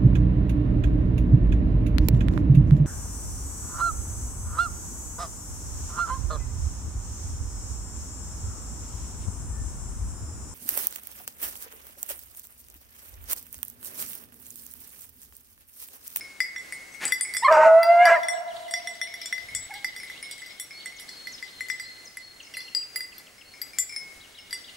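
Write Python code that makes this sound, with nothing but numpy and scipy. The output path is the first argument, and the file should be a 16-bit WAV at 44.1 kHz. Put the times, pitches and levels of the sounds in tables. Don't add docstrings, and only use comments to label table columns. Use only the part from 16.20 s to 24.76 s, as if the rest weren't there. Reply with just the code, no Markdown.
import sys
import numpy as np
from scipy import signal
from scipy.fft import rfft, irfft
from scipy.io import wavfile

SR = 44100
rng = np.random.default_rng(int(sys.argv[2]) if len(sys.argv) > 2 else 0)


def wrap_up_sound(samples):
    columns = np.atleast_2d(samples).T
    tamed = np.clip(columns, -1, 1)
    steps = np.round(tamed * 32767).astype(np.int16)
    wavfile.write(sys.argv[1], SR, steps)


def undo_db(level):
    steps = np.asarray(level, float) / 20
    return 10 ** steps


N = 377496

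# t/s, f/Hz, first level/dB, second level/dB, third level/dB
BAY = [(1.272, 576, -44, -35, -41.5), (1.285, 588, -22.5, -13.5, -21.5), (1.298, 603, -20, -14, -27.5),
       (1.312, 648, -12.5, -27, -39), (1.34, 631.3, -18.5, -23, -36.5), (1.37, 616, -18.5, -30, -37.5),
       (1.4, 629, -14, -25.5, -37.5), (1.435, 628, -20, -31.5, -36.5), (1.465, 650, -11, -31, -43.5),
       (1.5, 648, -12.5, -27, -46.5), (1.54, 650.4, -10.5, -33, -47), (1.578, 660, -11, -31.5, -36.5),
       (1.61, 673.5, -19, -27.5, -38.5), (1.64, 669.4, -27, -32.5, -27.5), (1.675, 680, -18, -29, -38.5),
       (1.705, 681, -10.5, -34.5, -29.5), (1.735, 693, -15, -35, -31.5), (1.77, 687, -14.5, -31, -36.5),
       (1.81, 703, -12.5, -33, -24.5), (1.835, 711.5, -12.5, -40.5, -26), (1.86, 705, -12, -36.5, -36),
       (1.878, 670.3, -16.5, -27, -34), (1.9, 671, -16.5, -29, -25.5), (1.92, 678, -15, -34.5, -28),
       (1.95, 688.6, -23, -28, -27), (1.975, 589.4, -29, -44, -32.5), (1.995, 648.6, -35, -48, -55)]
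# t/s, pair pitch f/Hz, low half line level/dB, high half line level/dB, roughness/0-1
RASP = [(1.272, 660, -26, -39.5, .15), (1.3, 680, -23.5, -42, 0.3), (1.315, 635, -22.5, -27, .45),
        (1.37, 598, -17.5, -28, .55), (1.4, 610, -26.5, -31.5, 0.5), (1.435, 610, -15, -28.5, .55),
        (1.47, 590, -28.5, -26.5, 0.4), (1.51, 580, -26, -32, 0.12), (1.57, 595, -47.5, -42, 0.06),
        (1.7, 630, -53.5, -49.5, 0.01), (1.8, 660, -40, -41.5, 0.12), (1.825, 661, -39, -25.5, 0.11),
        (1.878, 670, -30.5, -21, .3), (1.9, 665, -30, -27, 0.68), (1.925, 655, -30, -24.5, 0.33),
        (1.995, 660, -30, -49, 0.42)]
# multiple/1, level/dB
UPPER_PARTIALS = [(3, 1.5), (4, -14), (5, -26.5), (6, -28.5)]
# multiple/1, level/dB
HALF_PARTIALS = [(2.5, 0.5), (3.5, -10.5), (4.5, -23.5)]
# t/s, f/Hz, level/dB
YELP = [
    (1.223, 880, -35),
    (1.237, 948, -19.5),
    (1.242, 1006, -29.5),
    (1.249, 1097, -17),
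    (1.265, 1053, -17.5),
    (1.277, 1010, -27.5),
]
# t/s, f/Hz, level/dB
ANSWER = [
    (3.495, 730, -53),
    (3.516, 876, -42.5),
    (3.529, 758, -47),
    (3.547, 794, -54),
    (3.56, 835, -45),
    (3.6, 800, -58.5),
    (3.661, 813, -53),
]
# multiple/1, level/dB
YELP_PARTIALS = [(1, 1.5), (2, -6), (3, -22), (4, -21)]
# f/Hz, level/dB
BREATH = [(500, -43), (1000, -0.5), (2800, -11), (3300, -27), (7500, -24), (11000, -44)]

# t/s, upper modes level/dB, hum level/dB, side mode level/dB, face mode level/dB,
# top modes level/dB
NEAR_BLOWS = [(0.2039, -25, -22, -27, -49, -38.5), (0.3621, -44, -28.5, -66, -49, -64),
              (0.382, -38.5, -45, -63, -52.5, -62), (0.5237, -25, -32.5, -46.5, -63, -51),
              (0.7402, -46, -63, -62, -66, -57), (0.8535, -20, -40, -38, -55, -47),
              (0.8794, -29, -46, -41, -56, -49), (0.9218, -23, -21.5, -29, -38, -42),
              (1.0101, -24, -31, -42, -54, -49.5), (1.0924, -44.5, -49, -56, -57, -59),
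              (1.1383, -26, -36, -34, -54, -51), (1.1483, -38, -28, -36, -47, -37),
              (1.1682, -20, -26.5, -62, -41, -52), (1.3244, -39.5, -46, -42, -48.5, -51),
              (1.6312, -32.5, -27.5, -37, -52, -42.5), (1.8547, -32, -20.5, -37.5, -43, -45),
              (2.0328, -38, -32, -45, -45, -59), (2.0847, -29, -23.5, -57, -39.5, -54),
              (2.4813, -52, -44, -57, -57, -66), (2.5102, -33.5, -40, -39, -51, -53),
              (2.5381, -31, -24, -44, -37.5, -47), (2.6728, -31, -30, -55, -41.5, -49),
              (2.7536, -48, -45, -55, -60, -68), (2.8145, -28, -25, -55, -38.5, -52),
              (2.9402, -39, -37.5, -51, -50.5, -50.5), (3.015, -47, -41, -59, -50, -54),
              (3.0584, -32.5, -43, -42, -46.5, -55), (3.1263, -30, -22, -56, -41, -49),
              (3.1804, -51, -34.5, -51, -64, -65), (3.3498, -21, -34.5, -41.5, -42, -42),
              (3.5394, -38.5, -39.5, -45.5, -58, -55), (3.6451, -37, -27.5, -35.5, -50, -46),
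              (3.7633, -33, -32, -49, -49.5, -44.5), (3.8327, -38.5, -34.5, -42, -68, -56),
              (3.8994, -43.5, -35, -52, -55, -62), (4.1121, -29.5, -52, -45, -49.5, -45.5),
              (4.1799, -43, -49.5, -53, -66, -61), (4.2194, -52.5, -34.5, -54, -59, -64),
              (4.2617, -43.5, -45.5, -51.5, -64, -55), (4.3984, -25, -40.5, -47.5, -45.5, -38.5),
              (4.6583, -35, -32, -62, -52.5, -53), (4.7985, -36, -42.5, -46, -56, -52.5),
              (4.8908, -38.5, -43, -46, -54.5, -62.5), (5.0709, -44.5, -34.5, -47, -56, -50.5),
              (5.226, -41, -33, -51.5, -54.5, -58.5), (5.4076, -38, -29, -54, -56, -52),
              (5.4849, -48.5, -40, -38, -67, -49), (5.5004, -33, -21.5, -57, -47.5, -50),
              (5.5982, -34.5, -33, -43.5, -52, -49), (5.9708, -41.5, -36, -59.5, -59, -59),
              (6.3385, -44, -43.5, -49, -52, -51), (6.3694, -36, -30.5, -44, -76, -45),
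              (6.4044, -46, -48, -43, -52, -56), (6.549, -27.5, -45.5, -31.5, -69, -46),
              (6.7595, -30, -32.5, -33.5, -63, -36.5), (6.8064, -37, -33.5, -36, -63, -43),
              (6.981, -41, -67, -54.5, -61.5, -54), (7.4165, -31.5, -42, -31.5, -59.5, -35.5),
              (7.5857, -20, -34.5, -38.5, -43.5, -30.5), (8.3085, -44, -48, -48, -59, -55),
              (8.3285, -29, -30, -26, -47.5, -43)]
# f/Hz, level/dB against its group, t60/s
NEAR_BELL = [(2031, 1, 0.19), (3458, 4.5, 0.17), (4823, -2, 0.27), (4742, -10.5, .15), (5602, 7.5, 0.25),
             (7244, -17.5, 0.15), (7790, -16.5, 0.32), (8140, -17, 0.12), (8740, -17, 0.15),
             (8900, -15.5, 0.15), (9620, -21, 0.17), (11100, -1, 0.12), (11675, -6, 0.17),
             (12900, -8.5, 0.14), (12950, -12.5, .2), (14020, -15.5, .13), (14930, -15, .15),
             (15320, -12.5, .11)]
NEAR_GROUPS = [2, 4, 3, 3, 4, 1, 1, 1, 1, 1, 1, 5, 5, 5, 5, 5, 5, 5]
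# t/s, top mode level/dB, hum level/dB, second hum level/dB, face mode level/dB
FAR_BLOWS = [(0.0094, -49, -43.5, -57, -48), (0.2039, -44, -41.5, -62, -48), (0.5237, -69, -44.5, -72, -59),
             (0.7457, -69, -50, -58, -73), (1.0504, -62, -43, -53, -52), (1.1682, -44, -54, -58, -41),
             (2.5601, -54, -55, -63, -66), (2.8734, -46, -48, -55, -50), (3.0165, -52, -53, -51, -47),
             (3.2859, -46, -46, -59, -55), (3.5074, -54, -45.5, -58, -63), (3.8004, -40, -46.5, -53, -50.5),
             (4.0272, -39, -43, -53, -47.5), (4.3071, -63, -57, -62, -54), (4.5082, -56, -48.5, -52.5, -52),
             (4.7234, -55, -52, -68, -67), (6.2694, -64, -60, -67, -58.5), (7.1811, -59, -61.5, -74, -59.5),
             (7.3382, -63, -56, -59, -56.5), (7.5338, -49, -56.5, -50, -55), (7.6949, -44, -53, -47, -47),
             (7.7243, -38, -52, -57, -46), (7.7628, -34.5, -42.5, -52.5, -37),
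             (8.1878, -60, -57.5, -65, -55)]
# f/Hz, level/dB against its group, t60/s
FAR_BELL = [(2176, 6, 0.82), (2333, 3.5, .5), (5060, -8, .4), (5280, 7.5, 0.26), (9400, -2, 0.12)]
FAR_GROUPS = [2, 3, 4, 4, 1]

# t/s, level/dB
SCUFF = [
    (.8, -56),
    (.816, -39.5),
    (.84, -33.5),
    (.87, -43),
    (.93, -51),
]
# f/Hz, level/dB per Hz
GRAVEL = [(88, -42.5), (150, -10), (866, -8), (991, -12), (1950, 0.5), (3820, -13), (10000, -19.5),
          (15000, -32)]
# t/s, f/Hz, level/dB
SQUEAK = [
    (.72, 7900, -53),
    (.745, 8860, -55),
    (.775, 7800, -62),
]

# t/s, f/Hz, level/dB
WHISTLES = [
    [(4.53, 4350, -49.5), (4.612, 4540, -48.5), (4.758, 4440, -66.5)],
    [(4.883, 4341, -48), (4.997, 4393, -46), (5.145, 4380, -54)],
    [(5.24, 4360, -64.5), (5.408, 4275, -47), (5.518, 4450, -68)],
    [(5.591, 4170, -74), (5.665, 4295, -45), (5.906, 4386, -61)],
    [(5.964, 4290, -70), (6.05, 4420, -44.5), (6.227, 4290, -66)],
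    [(6.348, 4250, -47.5), (6.402, 4356, -48), (6.596, 4350, -60)],
    [(6.912, 4400, -66), (6.998, 4320, -55.5), (7.017, 4349, -76)],
    [(7.25, 4344, -56), (7.286, 4460, -56.5), (7.34, 4359, -56)],
]
# t/s from start, f/Hz, level/dB
SWEEP = [(0, 7610, -9), (.012, 6300, -0.5), (.025, 5300, -2), (.04, 5100, 0)]
# t/s, level/dB
SWEEPS = [
    (4.76, -49),
    (5.117, -43.5),
    (5.483, -45),
    (5.845, -45.5),
    (6.221, -49),
]
# t/s from start, f/Hz, level/dB
CHIP = [(0, 3490, -3), (.006, 2877, 1), (.016, 2600, 2.5)]
# t/s, level/dB
CHIPS = [
    (6.2, -45.5),
    (6.338, -45),
    (6.479, -45.5),
    (6.616, -48),
    (6.772, -53.5),
    (6.919, -51),
    (7.068, -49.5),
    (7.21, -52),
]
# t/s from start, f/Hz, level/dB
ARCH = [(0, 3236, -2), (.012, 4070, 0.5), (.022, 4020, -4), (.03, 3460, -2), (.045, 2950, 2),
        (.06, 2870, 2)]
# t/s, level/dB
ARCHES = [
    (2.125, -56),
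    (2.275, -54.5),
    (2.421, -54),
    (8.003, -52.5),
    (8.145, -51.5),
    (8.295, -52),
    (8.442, -50),
]
# t/s from start, f/Hz, level/dB
RISE = [(0, 2444, -5), (.03, 2920, 5), (.06, 4400, -13)]
# t/s, level/dB
RISES = [
    (2.589, -55),
    (3.94, -52),
]

# f/Hz, t60/s
VALLEY_T60 = [(300, 1.2), (700, 2.26), (1500, 1.4), (3000, 1), (8000, 0.5)]
# t/s, wind level/dB, far birdsong level/dB
AIR = [(0, -70, -65), (.8, -71.5, -72), (1.4, -68, -63), (2.1, -82.5, -58.5), (3.1, -71, -49.5),
       (3.351, -54, -56.5), (3.6, -72, -52), (4, -72.5, -51.5), (5.2, -71, -55), (5.6, -71, -58.5),
       (6.9, -72, -76), (8.56, -66.5, -57.5)]
# f/Hz, level/dB
WOOD = [(18, -34), (30, -11.5), (273, -1.5), (760, -4), (937, -7.5), (2010, -2), (3580, -11), (4300, -7),
        (4650, -7.5), (9460, -10.5), (16000, -23.5)]
# f/Hz, likeness/0-1
LIKENESS = [(40, 1), (150, 0.45), (500, 0.49), (1600, 0.4), (5000, 0.63), (11000, 0.92)]
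# f/Hz, level/dB
GUSTS = [(15, -12), (50, -6.5), (120, -7), (300, -34)]
# f/Hz, level/dB
FAR_SONG = [(2300, -38), (2900, -1.5), (3900, 0.5), (4500, -5.5), (5500, -31.5)]


def hound():
    out = np.zeros(N)
    at, gate, (hz, first_db, second_db, third_db) = in_time(BAY)
    pair_hz, low_db, high_db, rough = in_time(RASP)[2]
    rough = np.clip(rough, 0, 1)
    phase = turning(hz)
    pairs = turning(pair_hz[:len(hz)])
    voice = undo_db(first_db) * partials(phase, [(1, 0.0009)], 0.5 * rough)
    voice += undo_db(second_db) * partials(phase, [(2, 0.0059)], rough)
    voice += undo_db(third_db) * partials(phase, UPPER_PARTIALS, rough)
    voice += undo_db(low_db) * partials(pairs, [(1.5, 0)], rough)
    voice += undo_db(high_db) * partials(pairs, HALF_PARTIALS, rough)
    breath = undo_db(high_db + 3.0) * rough * shaped_noise(BREATH, len(gate))
    add(out, at, gate * (voice + breath))
    for cry in YELP, ANSWER:
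        at, gate, (hz, level_db) = in_time(cry)
        add(out, at, gate * undo_db(level_db) * partials(turning(hz), YELP_PARTIALS, 0.15))
    return out


def partials(phase, table, rough):
    out = 0
    for k, level_db in table:
        wobble = drift(56, len(phase)) + 1j * drift(70, len(phase))
        shake = 0.97 * rough * np.sqrt(k) * wobble
        steady = np.sqrt(1 + 1.3 * k * rough ** 2)
        out = out + undo_db(level_db) * np.imag((1 + shake) / steady * np.exp(1j * k * phase))
    return np.sqrt(2) * out


def bell(blows, modes, groups, spread_db, clank_db, swing_db):
    blows = np.array(blows)
    out = np.zeros((2, N))
    at = np.round(blows[:, 0] * SR).astype(int)
    chance = rng.standard_normal((len(blows), len(modes)))
    for k, (hz, level_db, t60) in enumerate(modes):
        spread = spread_db * chance[:, k] * (level_db < 0)
        clicks = np.full(N, 1e-18)
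        clicks[at] = undo_db(blows[:, groups[k]] + level_db + spread)
        mode = ring(clicks, hz, t60) + 0.63 * ring(clicks, hz * 0.991, 0.31 * t60)
        swing = undo_db(swing_db * np.sqrt(hz / 5000) * drift(25, N))
        aside = 0.3 * drift(4, N) * (hz < 10000)
        out += mode * swing * (1 + aside * [[1], [-1]])
    cavity = np.full(N, 1e-18)
    cavity[at] = undo_db(blows[:, 2] + clank_db)
    out += ring(cavity, 1830, 0.061)
    return signal.sosfilt(signal.butter(4, 1500, "high", fs=SR, output="sos"), out)


def ring(clicks, hz, t60):
    r, w = undo_db(-60 / (t60 * SR)), 2 * np.pi * hz / SR
    return signal.lfilter([0, np.sin(w)], [1, -2 * r * np.cos(w), r * r], clicks)


def paws():
    out = np.zeros(N)
    at, gate, (level_db,) = in_time(SCUFF)
    grit = undo_db(1.8 * drift(300, len(gate))) * shaped_noise(GRAVEL, len(gate))
    add(out, at, gate * undo_db(level_db + 4.5) * grit)
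    add(out, *whistle(SQUEAK))
    add(out, *whistle(np.array(SQUEAK) * [1, 0.76, 1]))
    return out


def birds():
    out = np.zeros(N)
    for note in WHISTLES:
        add(out, *whistle(note, rough=0.38))
    for shape, repeats in (SWEEP, SWEEPS), (CHIP, CHIPS), (ARCH, ARCHES), (RISE, RISES):
        for s, level_db in repeats:
            add(out, *whistle(shape, s, level_db))
    return out


def whistle(rows, start=0, level_db=0, rough=0.5):
    at, gate, (hz, shape_db) = in_time(rows, start)
    return at, gate * undo_db(level_db + shape_db) * partials(turning(hz), [(0.98, 0)], rough)


def valley(x):
    f, t, z = signal.stft(rng.standard_normal((2, 3 * SR)), SR, nperseg=512)
    decay = undo_db(-60 * t / at_hz(VALLEY_T60, f + 1)[:, None])
    tail = signal.istft(z * decay * np.clip(t / 0.017, 0, 1), SR, nperseg=512)[1]
    tail = tail / np.sqrt(np.sum(tail ** 2, axis=1, keepdims=True))
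    return signal.fftconvolve(x[None], tail, axes=1)[:, :N]


def air():
    t = np.arange(N) / SR
    s, wind_db, song_db = np.transpose(AIR)
    alike = np.clip(at_hz(LIKENESS, np.fft.rfftfreq(N, 1 / SR) + 1), 0, 1)
    mid = np.sqrt((1 + alike) / 2) * rfft(shaped_noise(WOOD, N))
    side = np.sqrt((1 - alike) / 2) * rfft(shaped_noise(WOOD, N))
    rustle = undo_db(-56 + 3.5 + 1.5 * drift(2.6, N)) * irfft(mid + side * [[1], [-1]], N)
    gusts = shaped_noise(GUSTS, 2 * N).reshape(2, N)
    gusts = gusts + 0.67 * gusts[::-1]
    wind = undo_db(np.interp(t, s, wind_db) + 2.5 * drift(8, N)) * gusts
    blur = shaped_noise(FAR_SONG, 2 * N).reshape(2, N)
    song = undo_db(np.interp(t, s, song_db) + 3.8 * drift(20, N)) * blur
    return rustle + wind + song


def at_hz(points, hz):
    table_hz, value = np.transpose(points)
    return np.interp(np.log(hz), np.log(table_hz), value)


def rms_one(x):
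    return x / np.sqrt(np.mean(x ** 2) + 1e-20)


def turning(hz):
    return 2 * np.pi * np.cumsum(hz) / SR


def in_time(rows, start=0, fade=0.0016):
    s, *columns = np.transpose(rows)
    t = np.arange(s[0], min(s[-1], N / SR - start - 1e-3), 1 / SR)
    gate = np.clip(np.minimum(t - t[0], t[-1] - t) / fade, 0, 1)
    return round((s[0] + start) * SR), gate, [np.interp(t, s, c) for c in columns]


def drift(rate, count):
    r = np.exp(-2 * np.pi * rate / SR)
    wander = signal.lfilter([1], [1, -2 * r, r * r], rng.standard_normal(count + SR))
    return rms_one(wander[SR:])


def shaped_noise(spectrum, count):
    hz = np.fft.rfftfreq(count, 1 / SR) + 1
    return rms_one(irfft(rfft(rng.standard_normal(count)) * undo_db(at_hz(spectrum, hz)), count))


def add(out, at, x):
    out[..., at:at + x.shape[-1]] += x[..., :N - at]


def pan(x, left_db):
    return x * undo_db([[left_db], [-left_db]])


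def scene():
    dog = hound()
    near = bell(NEAR_BLOWS, NEAR_BELL, NEAR_GROUPS, spread_db=6.0, clank_db=-9, swing_db=3.0)
    far = bell(FAR_BLOWS, FAR_BELL, FAR_GROUPS, spread_db=3.0, clank_db=-5.5, swing_db=2.0)
    feet, song = paws(), birds()
    dry = pan(dog, -0.4) + pan(near + feet, 0.6) + pan(far, 0.4) + pan(song, 1.5)
    ground = (near + far).mean(axis=0) + feet
    wet = valley(undo_db(-17) * dog + undo_db(-12) * ground + undo_db(-5.5) * song)
    return dry + wet + air()


def low_pass(x):
    return signal.sosfilt(signal.butter(12, 16530, fs=SR, output="sos"), x)


def record(dry):
    whine = undo_db(-66) * np.sin(2 * np.pi * 15625 * np.arange(N) / SR)
    top_cut = signal.cheby2(10, 30, 15750 + 300, fs=SR, output="sos")
    mix = signal.sosfilt(top_cut, dry + whine)
    return low_pass(mix)


dry = scene()
out = record(dry)
wrap_up_sound(out)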